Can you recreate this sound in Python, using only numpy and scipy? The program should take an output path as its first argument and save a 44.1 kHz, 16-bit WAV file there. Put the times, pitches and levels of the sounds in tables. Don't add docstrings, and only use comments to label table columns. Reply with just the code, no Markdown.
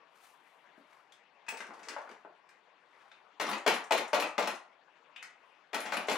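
import sys
import numpy as np
from scipy import signal
from scipy.fft import rfft, irfft, next_fast_len
from scipy.io import wavfile

SR = 44100
rng = np.random.default_rng(int(sys.argv[2]) if len(sys.argv) > 2 else 0)


def output_pcm(signal):
    pcm = np.clip(np.atleast_2d(signal).T, -1, 1) * 32767
    wavfile.write(sys.argv[1], SR, np.round(pcm).astype(np.int16))


N = 272097
TIME = np.arange(N) / SR
RING_TIME = np.arange(SR // 3) / SR
BANDS = 40 * 2 ** (np.arange(27) / 3)
SPOTS = 6
REBOUND_S = 0.0125

# (frequency [Hz], relative density [dB])
HISS_SPECTRUM = [(24, -81), (40, -44.5), (112, -37.5), (163, -15), (237, -18.5), (269, -14.5), (503, -9),
                 (585, -7), (990, -4.5), (1240, -9), (2630, -14), (5310, -33), (5870, -34), (7930, -45.5),
                 (16000, -66)]
# (frequency [Hz], left minus right [dB])
HISS_BALANCE = [(100, -1), (380, 5.5), (1200, 11), (5000, 12.5), (15000, 20)]
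# (peak time [s], release [s], level [dB], treble gain [dB])
CLOTH_STROKES = [(.18, 0.068, -65.5, 4), (0.257, 0.076, -61.5, 11), (.48, 0.16, -75.5, 12),
                 (.785, 0.043, -72, 5), (.935, 0.099, -61, -7), (1.87, 0.24, -54.5, -15),
                 (3.02, 0.18, -60, -32), (5.48, .13, -69, -10)]
# (frequency [Hz], relative density [dB])
CLOTH_SPECTRUM = [(200, -8), (1000, 17.5), (3000, 4.5), (7000, -4.5), (12000, -5.5), (16000, -23)]
# (time [s], level [dB], centre frequency [Hz])
CAP_BUMPS = [(.776, -58, 310), (1.523, -46.5, 634), (1.705, -46.5, 840), (1.963, -38.5, 860),
             (2.075, -51, 1050), (2.248, -50.5, 775), (3.115, -57, 2180)]
# (time [s], level [dB], treble gain [dB], ring gain [dB], knock gain [dB],
# pitch [Hz])
FITTING_CLICKS = [(1.121, -63, 18, -20, -0.5, 3230), (1.465, -60, -5, -1, -14, 2000),
                  (1.483, -42.5, -1, -1, -9, 2580), (1.487, -44, 17, 0.5, -10.5, 8300),
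                  (1.571, -48.5, 13, -22, -7, 1960), (1.604, -42.5, -1.5, -9, -8, 1780),
                  (1.831, -54, 2, -10, -8, 6000), (1.885, -42, 10, -11, -10, 5200),
                  (2.49, -59.5, 3, -18, -20, 2500), (5.161, -56.5, 3.5, 0, 6.5, 2830),
                  (5.226, -47, 7.5, -16, -3.5, 1920)]
# (frequency [Hz], relative density [dB])
CLICK_SPECTRUM = [(100, -43), (300, -17), (900, 3), (1900, 8.5), (3500, -8.5), (5500, -7.5), (9000, -17),
                  (15500, -40)]
# (frequency [Hz], relative level [dB], t60 [s])
FITTING_RESONANCES = [(910, 27.5, 0.044), (1556, 3, 0.32), (2410, 0, 0.057), (2720, -26, 0.085),
                      (2570, 19, 0.047), (2970, -14, .12), (4840, -15, 0.12), (5000, -13, 0.061),
                      (5750, -5, 0.081), (7880, 6.5, 0.16), (8700, -18, 0.071), (15700, 2, 0.13)]
# (time [s], thud reference level [dB], thud centre [Hz], clack level [dB],
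# rattle level [dB], rattle length [s], rebound level [dB], landing delay [s], landing level [dB],
# rest delay [s])
PAD_BLOWS = [(3.398, -36.5, 693, -32, -29, .17, -35, 0.096, -48, 0.18),
             (3.663, -23.5, 605, -26.5, -29.5, 0.1, -26, 0.077, -38.5, .176),
             (3.908, -24, 686, -29.5, -34, 0.099, -27.5, .069, -35, 0.17),
             (4.131, -24, 746, -29, -30.5, .13, -32, 0.068, -33.5, 0.14),
             (4.38, -26, 685, -29.5, -33, .11, -37.5, 0.093, -34, 0.17),
             (5.731, -38.5, 600, -37.5, -33.5, .17, -33, .072, -44.5, .133),
             (5.921, -36.5, 814, -33, -32, .14, -38.5, .046, -51, 0.15),
             (6.084, -31, 600, -31, -28, 0.19, -35, .040, -41, .13)]
# (frequency [Hz], relative density [dB])
CLACK_SPECTRUM = [(100, -28), (155, -17), (190, 4.5), (300, 9.5), (450, 4), (700, 11.5), (1300, 6.5),
                  (2300, 5), (4000, -5.5), (5500, -9.5), (7400, -13), (9000, -25), (15500, -27.5)]
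# (frequency [Hz], relative level [dB])
FRAME_RESONANCES = [(1410, -52.5), (2223, -49), (2444, -39), (2622, -49), (2934, -80), (3187, -68.5),
                    (3618, -60.5), (3720, -64), (3951, -47.5), (4140, -46), (4221, -54.5), (5560, -60.5),
                    (6202, -72)]
# (frequency [Hz], relative level [dB], t60 [s])
FORM_RESONANCES = [(190, -12, .4), (204, -11.5, 0.3), (285.6, -2, 0.31), (433.4, 7, 0.33), (560, 1, 0.266),
                   (601, 6, 0.47), (643, 6, 0.13), (725, 9, 0.23), (886, 10, 0.32), (1030, -10, .35)]
# (frequency [Hz], relative level [dB], t60 [s])
JINGLE_RESONANCES = [(5580, -3.5, .09), (7440, -2, .06), (10320, 1, 0.045), (10580, 2, 0.046),
                     (10930, 1, .05), (12950, -2, .08), (12850, -6.5, .05)]
# (frequency [Hz], t60 [s], reverberant over direct [dB], side over mid [dB])
REVERBERATION = [(200.4, 0.17, 0, -19), (538, 0.33, 6, -10.5), (1035, 0.48, 3.5, -5.5),
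                 (2600, 0.32, 6, -5.5), (7130, 0.27, 4, -3), (14000, 0.15, 8.5, -9.5)]


def undb(db):
    return 10 ** (np.asarray(db) / 20)


def on_bands(table):
    hz, *columns = np.transpose(table)
    return np.squeeze([np.interp(np.log(BANDS), np.log(hz), c) for c in columns])


def unit(x):
    return x / np.sqrt(np.sum(x ** 2, axis=-1, keepdims=True) + 1e-18)


def band_gains(density_db):
    return unit(undb(density_db) * np.sqrt(BANDS))


def treble_share(corner_hz):
    return BANDS ** 2 / (BANDS ** 2 + corner_hz ** 2)


def hump(hz, octaves, skirt_db):
    away = np.log2(BANDS / hz) / octaves
    return unit(np.exp(-away ** 2 / 2) + undb(skirt_db) / (1 + away ** 2))


def band_noise(size):
    octaves = np.log2((np.arange(size // 2 + 1) * SR / size + 1) / BANDS[:, None])
    window = np.cos(np.pi / 2 * np.clip(3 * octaves, -1, 1))
    white = rng.standard_normal((len(BANDS), size))
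    return unit(irfft(window * rfft(white), size)) * np.sqrt(size)


def drift(rate_hz):
    points = rng.standard_normal(int(N / SR * rate_hz) + 2)
    return np.interp(TIME * rate_hz, np.arange(len(points)), points)


def decay(t, t60):
    return np.exp(-np.log(1000) * t / np.reshape(t60, (-1, 1)))


def burst(noise, gains, t60, attack_s=0.002):
    start = rng.integers(noise.shape[1] - len(RING_TIME))
    t = RING_TIME[:int(np.max(t60) * SR)]
    envelope = decay(t, t60) * (1 - np.exp(-t / attack_s))
    return gains @ unit(noise[:, start:start + len(t)] * envelope)


def ring(hz, db, t60, scatter_db):
    gains = unit(undb(db + scatter_db * rng.standard_normal(len(hz))))
    signs = rng.choice([-1, 1], len(hz))
    modes = unit(np.sin(2 * np.pi * hz[:, None] * RING_TIME) * decay(RING_TIME, t60))
    return (gains * signs) @ modes


def add(tracks, s, db, sound):
    start = min(int(s * SR), N)
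    part = sound[:N - start]
    tracks[rng.integers(SPOTS), start:start + len(part)] += np.sqrt(0.02 * SR) * undb(db) * part


def machine_hiss(level_db=-67, drift_db=1, flicker_db=3, side_db=-8):
    flicker = np.array([drift(34) for _ in BANDS])
    wavering = undb(flicker_db * flicker + drift_db * drift(4.13))
    gains, pan_db = band_gains(on_bands(HISS_SPECTRUM)), on_bands(HISS_BALANCE)
    mid, side = (band_noise(next_fast_len(N, True))[:, :N] * wavering for _ in range(2))
    left = gains * undb(pan_db / 2) @ (mid + undb(side_db) * side)
    right = gains * undb(-pan_db / 2) @ (mid - undb(side_db) * side)
    return undb(level_db) * np.array([left, right])


def cloth_rustle(rough_db=1.5, right_db=-7, rise_over_release=0.76):
    treble = treble_share(6000)
    gains = band_gains(on_bands(CLOTH_SPECTRUM))
    common, separate = (band_noise(next_fast_len(N, True))[:, :N] for _ in range(2))
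    dull = bright = 0
    for s, release_s, db, treble_db in CLOTH_STROKES:
        away = np.abs(TIME - s) / (release_s * np.where(TIME < s, rise_over_release, 1))
        swell = undb(db) * np.exp(-away ** 1.45)
        dull = np.hypot(dull, swell)
        bright = np.hypot(bright, undb(treble_db) * swell)
    left, right = (dull * (gains * (1 - treble) @ noise) + bright * (gains * treble @ noise)
                   for noise in (common, (common + separate) / np.sqrt(2)))
    return undb(rough_db * drift(160)) * np.array([left, undb(right_db) * right])


def cap_bumps(noise):
    out = np.zeros((SPOTS, N))
    for s, db, hz in CAP_BUMPS:
        add(out, s, db, burst(noise, hump(hz, octaves=0.81, skirt_db=-36), t60=0.019))
    return out


def fitting_clicks(noise, bounce_s=0.016, bounce_db=-16.5, focus_db=13):
    out = np.zeros((SPOTS, N))
    mode_hz, mode_db, t60 = np.transpose(FITTING_RESONANCES)
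    for s, db, treble_db, ring_db, knock_db, hz in FITTING_CLICKS:
        click = band_gains(on_bands(CLICK_SPECTRUM) + treble_db * treble_share(3500))
        knock = hump(hz, octaves=0.23, skirt_db=-40)
        for delay, drop_db in (0, 0), (bounce_s, bounce_db):
            add(out, s + delay, db + drop_db, burst(noise, click, t60=0.02))
            add(out, s + delay, db + drop_db + knock_db, burst(noise, knock, t60=0.019))
        excited_db = mode_db - focus_db * np.abs(np.log(mode_hz / hz))
        add(out, s, db + ring_db, ring(mode_hz, excited_db, t60, scatter_db=4))
    return out


def cap_settling(noise, from_s=1.56, to_s=2.14, nudge_db=-56, tick_db=-57.5, count=13):
    out = np.zeros((SPOTS, N))
    step = (to_s - from_s) / count
    tick = band_gains(on_bands(CLICK_SPECTRUM))
    for k in range(count):
        nudge_s, tick_s = from_s + step * (k + rng.random(2))
        softer_db, shift_octaves = rng.standard_normal(2) * [2, 0.29]
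        nudge = hump(hz=477 * 2 ** shift_octaves, octaves=0.8, skirt_db=-36)
        add(out, nudge_s, nudge_db - softer_db, burst(noise, nudge, t60=0.044))
        add(out, tick_s, tick_db - softer_db, burst(noise, tick, t60=0.012))
    return out


def pad_blows(noise, thud_gain_db=-2):
    out = np.zeros((SPOTS, N))
    for s, db, hz, *clatter, _ in PAD_BLOWS:
        add(out, s, db + thud_gain_db, burst(noise, hump(hz, octaves=0.5, skirt_db=-27), t60=0.038))
        frame_clatter(out, noise, s, *clatter)
    return out


def frame_clatter(out, noise, s, clack_db, rattle_db, rattle_s, rebound_db, landing_s, landing_db,
                  ring_db=-11, fall_db=8, scatter_db=7, bounces=14):
    t60 = 0.037 * (BANDS / 1000) ** -0.35
    spectrum, treble = on_bands(CLACK_SPECTRUM), treble_share(3000)
    add(out, s, clack_db, burst(noise, band_gains(spectrum - 9 * (BANDS < 500)), t60))
    progress = (np.arange(bounces) + rng.random(bounces)) / bounces
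    sizes = unit(undb(-fall_db * progress + scatter_db * rng.standard_normal(bounces)))
    for bounce_s, size in zip(s + 0.016 + progress * rattle_s, sizes):
        spot_db = 3 * rng.standard_normal(len(BANDS))
        bounce = band_gains(spectrum + spot_db + 0.8 * treble)
        add(out, bounce_s, rattle_db, size * burst(noise, bounce, t60))
    for delay, db, treble_db in (REBOUND_S, rebound_db, 9), (landing_s, landing_db, 7.5):
        add(out, s + delay, db, burst(noise, band_gains(spectrum + treble_db * treble), t60))
        add(out, s + delay, db + ring_db, ring(*np.transpose(FRAME_RESONANCES), t60=0.054, scatter_db=3.5))


def form_boom(gain_db=-6, swell_s=0.00069, pan_db=4.5):
    out = np.zeros((SPOTS, N))
    swell = 1 - np.exp(-RING_TIME / swell_s)
    for s, db, *_ in PAD_BLOWS:
        boom = ring(*np.transpose(FORM_RESONANCES), scatter_db=-2.5)
        add(out, s, db + gain_db, unit(boom * swell))
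    bass_cut = signal.butter(3, 140, "high", fs=SR, output="sos")
    return undb(np.array([[pan_db], [-pan_db]]) / 2) * signal.sosfilt(bass_cut, out.sum(axis=0))


def loose_part_jingles(noise, thrown_gain_db=-21.5, drop_db=-52, rest_db=-59.5):
    out = np.zeros((SPOTS, N))
    tick = hump(hz=9500, octaves=0.14, skirt_db=-27.5)
    last_tick = hump(hz=7060, octaves=0.36, skirt_db=-22)
    for s, *_, rebound_db, landing_s, _, rest_s in PAD_BLOWS:
        for delay, db in (REBOUND_S, rebound_db + thrown_gain_db), (landing_s, drop_db):
            add(out, s + delay, db, ring(*np.transpose(JINGLE_RESONANCES), scatter_db=4))
            add(out, s + delay, db - 4, burst(noise, tick, t60=0.03))
        add(out, s + rest_s, rest_db, burst(noise, last_tick, t60=0.027))
    return out


def workshop(tracks, noise, pan_db=4, treble_pan_db=8, bass_hz=178, bass_floor_db=-19):
    t60, wet_db, side_db = on_bands(REVERBERATION)
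    wet, width = undb(wet_db), undb(side_db)
    t = np.arange(SR // 2) / SR
    build_s = 0.0015 * (BANDS[:, None] / 1000) ** -0.8
    envelope = decay(t, t60) * (1 - np.exp(-t / build_s))
    tail_gains = band_gains(0) * wet / np.sqrt((1 + wet ** 2) * (1 + width ** 2))
    size = next_fast_len(N + len(t), True)
    hz = np.arange(size // 2 + 1) * SR / size
    left_right = np.array([[1], [-1]])
    treble_pan = undb(left_right * treble_pan_db / 2 * hz / (hz + 3000))
    direct = treble_pan * np.interp(hz, BANDS, 1 / np.sqrt(1 + wet ** 2))
    bass_cut = signal.butter(8, bass_hz, "high", fs=SR, output="sos")
    radiated = signal.sosfilt(bass_cut, tracks) + undb(bass_floor_db) * tracks
    heard = 0
    for track in radiated:
        starts = rng.integers(noise.shape[1] - len(t), size=2)
        mid, side = (unit(noise[:, k:k + len(t)] * envelope) for k in starts)
        tail = tail_gains @ mid + left_right * (tail_gains * width @ side)
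        heard = heard + rfft(track, size) * (direct + rfft(tail, size))
    return undb(left_right * pan_db / 2) * irfft(heard, size)[:, :N]


def scene():
    noise = band_noise(4 * SR)
    beating = pad_blows(noise) + loose_part_jingles(noise)
    handling = fitting_clicks(noise) + cap_bumps(noise) + cap_settling(noise)
    return workshop(beating + handling, noise) + form_boom() + cloth_rustle() + machine_hiss()


def record(dry, lag_samples=0.74, top_hz=15900):
    size = next_fast_len(N + SR, True)
    delay = np.exp(-2j * np.pi * lag_samples * np.arange(size // 2 + 1) / size)
    left = irfft(rfft(dry[0], size) * delay, size)[:N]
    low_pass = signal.ellip(10, 0.2, 80, top_hz, fs=SR, output="sos")
    return signal.sosfilt(low_pass, np.array([left, dry[1]]))


dry = scene()
out = record(dry)
output_pcm(out)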